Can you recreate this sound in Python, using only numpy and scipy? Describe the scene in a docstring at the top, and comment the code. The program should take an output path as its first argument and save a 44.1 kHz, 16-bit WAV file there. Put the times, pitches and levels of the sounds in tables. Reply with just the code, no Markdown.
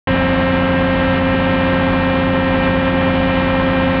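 """A rail milling machine in an open yard, heard through one handheld microphone.
At 0.07 s everything cuts in at once: the six-cylinder diesel, held at 1800 rpm, drones through its
exhaust and clatters once per firing; a hydraulic pump buzzes brightly above it, a generator and a slow
fan hum below, gears whine and cooling air rushes through the louvres. The treble dips at 1.2 s; from
1.5 to 2.2 s a slight move of the microphone recolours the pump's buzz; the treble dips again at 2.9 s."""
import sys
import numpy as np
from scipy import signal
from scipy.fft import rfft, irfft
from scipy.io import wavfile

SR = 44100
rng = np.random.default_rng(int(sys.argv[2]) if len(sys.argv) > 2 else 0)


def file_out(sig):
    """Save sig as 16-bit WAV at sys.argv[1]."""
    # one column per channel
    cols = np.atleast_2d(sig).T
    # limit, then scale
    lim = np.clip(cols, -1, 1)
    pcm = np.round(lim * 32767).astype(np.int16)
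    wavfile.write(sys.argv[1], SR, pcm)


N = 176400
CYCLE_HZ, CYLINDERS = 15.008, 6   # one four-stroke cycle is two turns of the crankshaft


def from_db(db):
    """Decibels to gain."""
    return 10 ** (np.asarray(db) / 20)


def spectrum_db(points, hz):
    """Read a spectrum on a log-frequency axis."""
    points_hz, db = np.transpose(points)
    return np.interp(np.log(np.maximum(hz, 1)), np.log(points_hz), db)


def drift(rate_hz):
    """Slow random movement with spread 1."""
    pole = np.exp(-200 * np.pi * rate_hz / SR)
    noise = rng.standard_normal(N // 100 + 2002)   # one value per 100 samples
    slow = signal.lfilter([1], [1, -2 * pole, pole * pole], noise)[2000:]
    return np.interp(np.arange(N) / 100, np.arange(len(slow)), slow / slow.std())


def tone(turns, db, flicker_db):
    """A sine around the given rms level, wavering in the open air on its way to the microphone."""
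    return np.sqrt(2) * from_db(db + flicker_db * drift(3.5)) * np.cos(2 * np.pi * turns)


# Each cylinder's knock, in firing order: relative_db
CYLINDER_KNOCKS = [0.5, 4, 0.5, 3, -0.5, -6]

def knock_phases(decay_s=.008, size=8192):
    """Phases (turns) of the harmonics of one cycle of six evenly spaced knocks of uneven strength."""
    cylinder, since_firing = np.divmod(np.arange(size) / size * CYLINDERS, 1)
    since_s = since_firing / (CYLINDERS * CYCLE_HZ)
    envelope = from_db(CYLINDER_KNOCKS)[cylinder.astype(int)] * np.exp(-since_s / decay_s)
    return np.angle(rfft(rng.standard_normal(size) * envelope)) / (2 * np.pi)


# The diesel's strong lines: cycle_multiple, level_db
DIESEL_LINES = [(6, -26.5), (7, -41), (9, -43), (10, -31.5), (11, -36), (12, -24), (13, -38), (14, -36.5),
                (16, -36), (17, -34.5), (22, -39), (26, -46), (38, -42), (47, -44), (48, -36.5), (54, -38),
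                (55, -43), (60, -35), (62, -42.5), (64, -43), (69, -43.5), (70, -36), (75, -44), (90, -41),
                (102, -40.5)]

def engine(shaft_s, exhaust_below_hz=600):
    """The firings make the block clatter; the silencer smears the low lines into a smooth drone."""
    phases = knock_phases()
    in_exhaust = np.arange(len(phases)) * CYCLE_HZ < exhaust_below_hz
    phases += rng.random(len(phases)) * in_exhaust
    drone = sum(tone(k * CYCLE_HZ * shaft_s + phases[k], db, flicker_db=.5) for k, db in DIESEL_LINES)
    return drone + clatter(shaft_s, phases)


# Outline of the engine block's weaker lines: frequency_hz, line_level_db
BLOCK_SPECTRUM = [(30, -68.5), (100, -53), (220, -44.5), (400, -48), (460, -51.5), (560, -46), (660, -48),
                  (820, -46), (1020, -49.5), (1200, -48), (1700, -55.5), (2600, -60.5), (4000, -77)]

def clatter(shaft_s, phases, spread_db=.85, flicker_db=1.63):
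    """The block rattles under the knocks, repeating every cycle with changing strength."""
    hz = np.arange(len(phases)) * CYCLE_HZ
    gain = from_db(spectrum_db(BLOCK_SPECTRUM, hz) + spread_db * rng.standard_normal(len(hz)))
    gain *= (hz > 0) & (hz < BLOCK_SPECTRUM[-1][0])
    gain[[k for k, _ in DIESEL_LINES]] = 0   # these sound in the drone
    cycle = irfft(gain * np.exp(2j * np.pi * phases), norm="forward") / np.sqrt(2)
    rattle = np.interp(CYCLE_HZ * shaft_s % 1, np.arange(len(cycle)) / len(cycle), cycle)
    return rattle * from_db(flicker_db * drift(25))


# The pump's partials as the microphone moves: piston_rate_multiple, mid_move_level_db, change_db
PUMP_PARTIALS = [(1, -21, 0.1), (2, -21, -0.1), (3, -42.5, 0), (4, -37, 1), (5, -33.5, -1.5),
                 (6, -31.5, -3), (7, -31.5, -.5), (8, -39, -3), (9, -35, 3), (10, -39, -1.5), (11, -40, 0),
                 (12, -50.5, 0.5), (13, -56, 0), (14, -53, -1)]
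PUMP_HZ = 265.05

def pump(shaft_s, mid_move_s=1.85, move_takes_s=.68):
    """Piston pressure ripple, smeared by the housing: two firm low partials and a wavering buzz above."""
    # moving through the interference pattern, the microphone gains some partials and loses others
    moved = np.clip((shaft_s - mid_move_s) / move_takes_s, -.5, .5)
    partials = []
    for k, db, change_db in PUMP_PARTIALS:
        turns = k * PUMP_HZ * shaft_s + rng.random()
        partials.append(tone(turns, db + change_db * moved, flicker_db=.4 if k <= 2 else 1.02))
    return sum(partials[:2]) + sum(partials[2:]) * treble_swing(shaft_s)


# Generator hum and fan hum: shaft_multiple, level_db
GENERATOR_LINES = [(1, -33.5), (2, -36), (4, -36), (7, -40.5), (8, -41)]
FAN_LINES = [(1, -34.5), (2, -44), (4, -53.5)]

def generator_and_fan(shaft_s, generator_hz=50.03, fan_hz=38.3):
    """Two shafts at different speeds hum and beat against each other."""
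    return sum(tone(k * hz * shaft_s + rng.random(), db, flicker_db=2.5)
               for hz, lines in ((generator_hz, GENERATOR_LINES), (fan_hz, FAN_LINES))
               for k, db in lines)


# Thin gear tones: pitch_hz, relative_db
GEAR_WHINES = [(3063, -42), (3182, -49), (3332, -46), (3709, -53.5), (4054, -61), (4290, -55)]

def gears(shaft_s, gain_db=-3.2):
    """Meshing gears whine faintly across the yard."""
    return sum(tone(hz * shaft_s, db + gain_db, flicker_db=1.4) for hz, db in GEAR_WHINES)


# Cooling air and combustion roar at the microphone: frequency_hz, density_db_per_hz
AIR_SPECTRUM = [(15, -76), (35, -63.5), (75, -55.5), (130, -53.5), (190, -54), (250, -54), (310, -58.5),
                (400, -58), (465, -65.5), (540, -54), (670, -59.5), (850, -56), (1100, -58), (1450, -66.5),
                (1650, -59), (2100, -62), (2300, -64), (2900, -65), (3550, -69.5), (4000, -76),
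                (4400, -80.5), (4900, -87.5), (5900, -102)]

def air(shaft_s, pump_depth=.091, firing_depth=.094):
    """Air rushes through the louvres, pulsed lightly by the pump and the firings."""
    pump_pulse = pump_depth * np.cos(2 * np.pi * PUMP_HZ * shaft_s)
    firing_pulse = firing_depth * np.cos(2 * np.pi * CYLINDERS * CYCLE_HZ * shaft_s)
    rush = rng.standard_normal(N) * (1 + pump_pulse + firing_pulse) * treble_swing(shaft_s)
    colour = from_db(spectrum_db(AIR_SPECTRUM, np.fft.rfftfreq(N, 1 / SR)))
    return irfft(rfft(rush) * colour, N) * np.sqrt(SR / 2)


# Swells and dips of the pump's buzz and the air: time_s, relative_db
TREBLE_CONTOUR = [(0.1, -22.5), (0.84, -24), (1.19, -22.5), (1.21, -28.5), (1.27, -23.5), (1.93, -23),
                  (2.33, -25), (2.6, -23), (2.66, -21.5), (2.77, -25), (2.89, -22.5), (2.91, -26),
                  (3.03, -23), (3.44, -23.5), (3.48, -23.5), (3.98, -23.5)]

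def treble_swing(shaft_s, share=.9):
    """Gain that lets buzz and air swell and sink by a share of the contour's swing about its mean."""
    db = np.interp(shaft_s, *np.transpose(TREBLE_CONTOUR))
    return from_db(share * (db - db.mean()))


def scene():
    """The machine in the yard: everything turns with the crankshaft, whose governor hunts slightly."""
    speed = 1 + .0003 * drift(rate_hz=.576)
    shaft_s = np.cumsum(speed) / SR
    machine = engine(shaft_s) + pump(shaft_s) + generator_and_fan(shaft_s) + gears(shaft_s)
    return (machine + air(shaft_s))[None]


def record(dry):
    """The sound at the microphone cuts in abruptly, and the top of the treble is cut off."""
    start_s, cut_in_s, stopband_hz = .072, .0005, 6550
    opened = np.clip((np.arange(N) / SR - start_s) / cut_in_s, 0, 1)
    lowpass = signal.cheby2(16, 70, stopband_hz, fs=SR, output="sos")
    return signal.sosfilt(lowpass, dry * opened + 1e-18)


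dry = scene()
out = record(dry)
file_out(out)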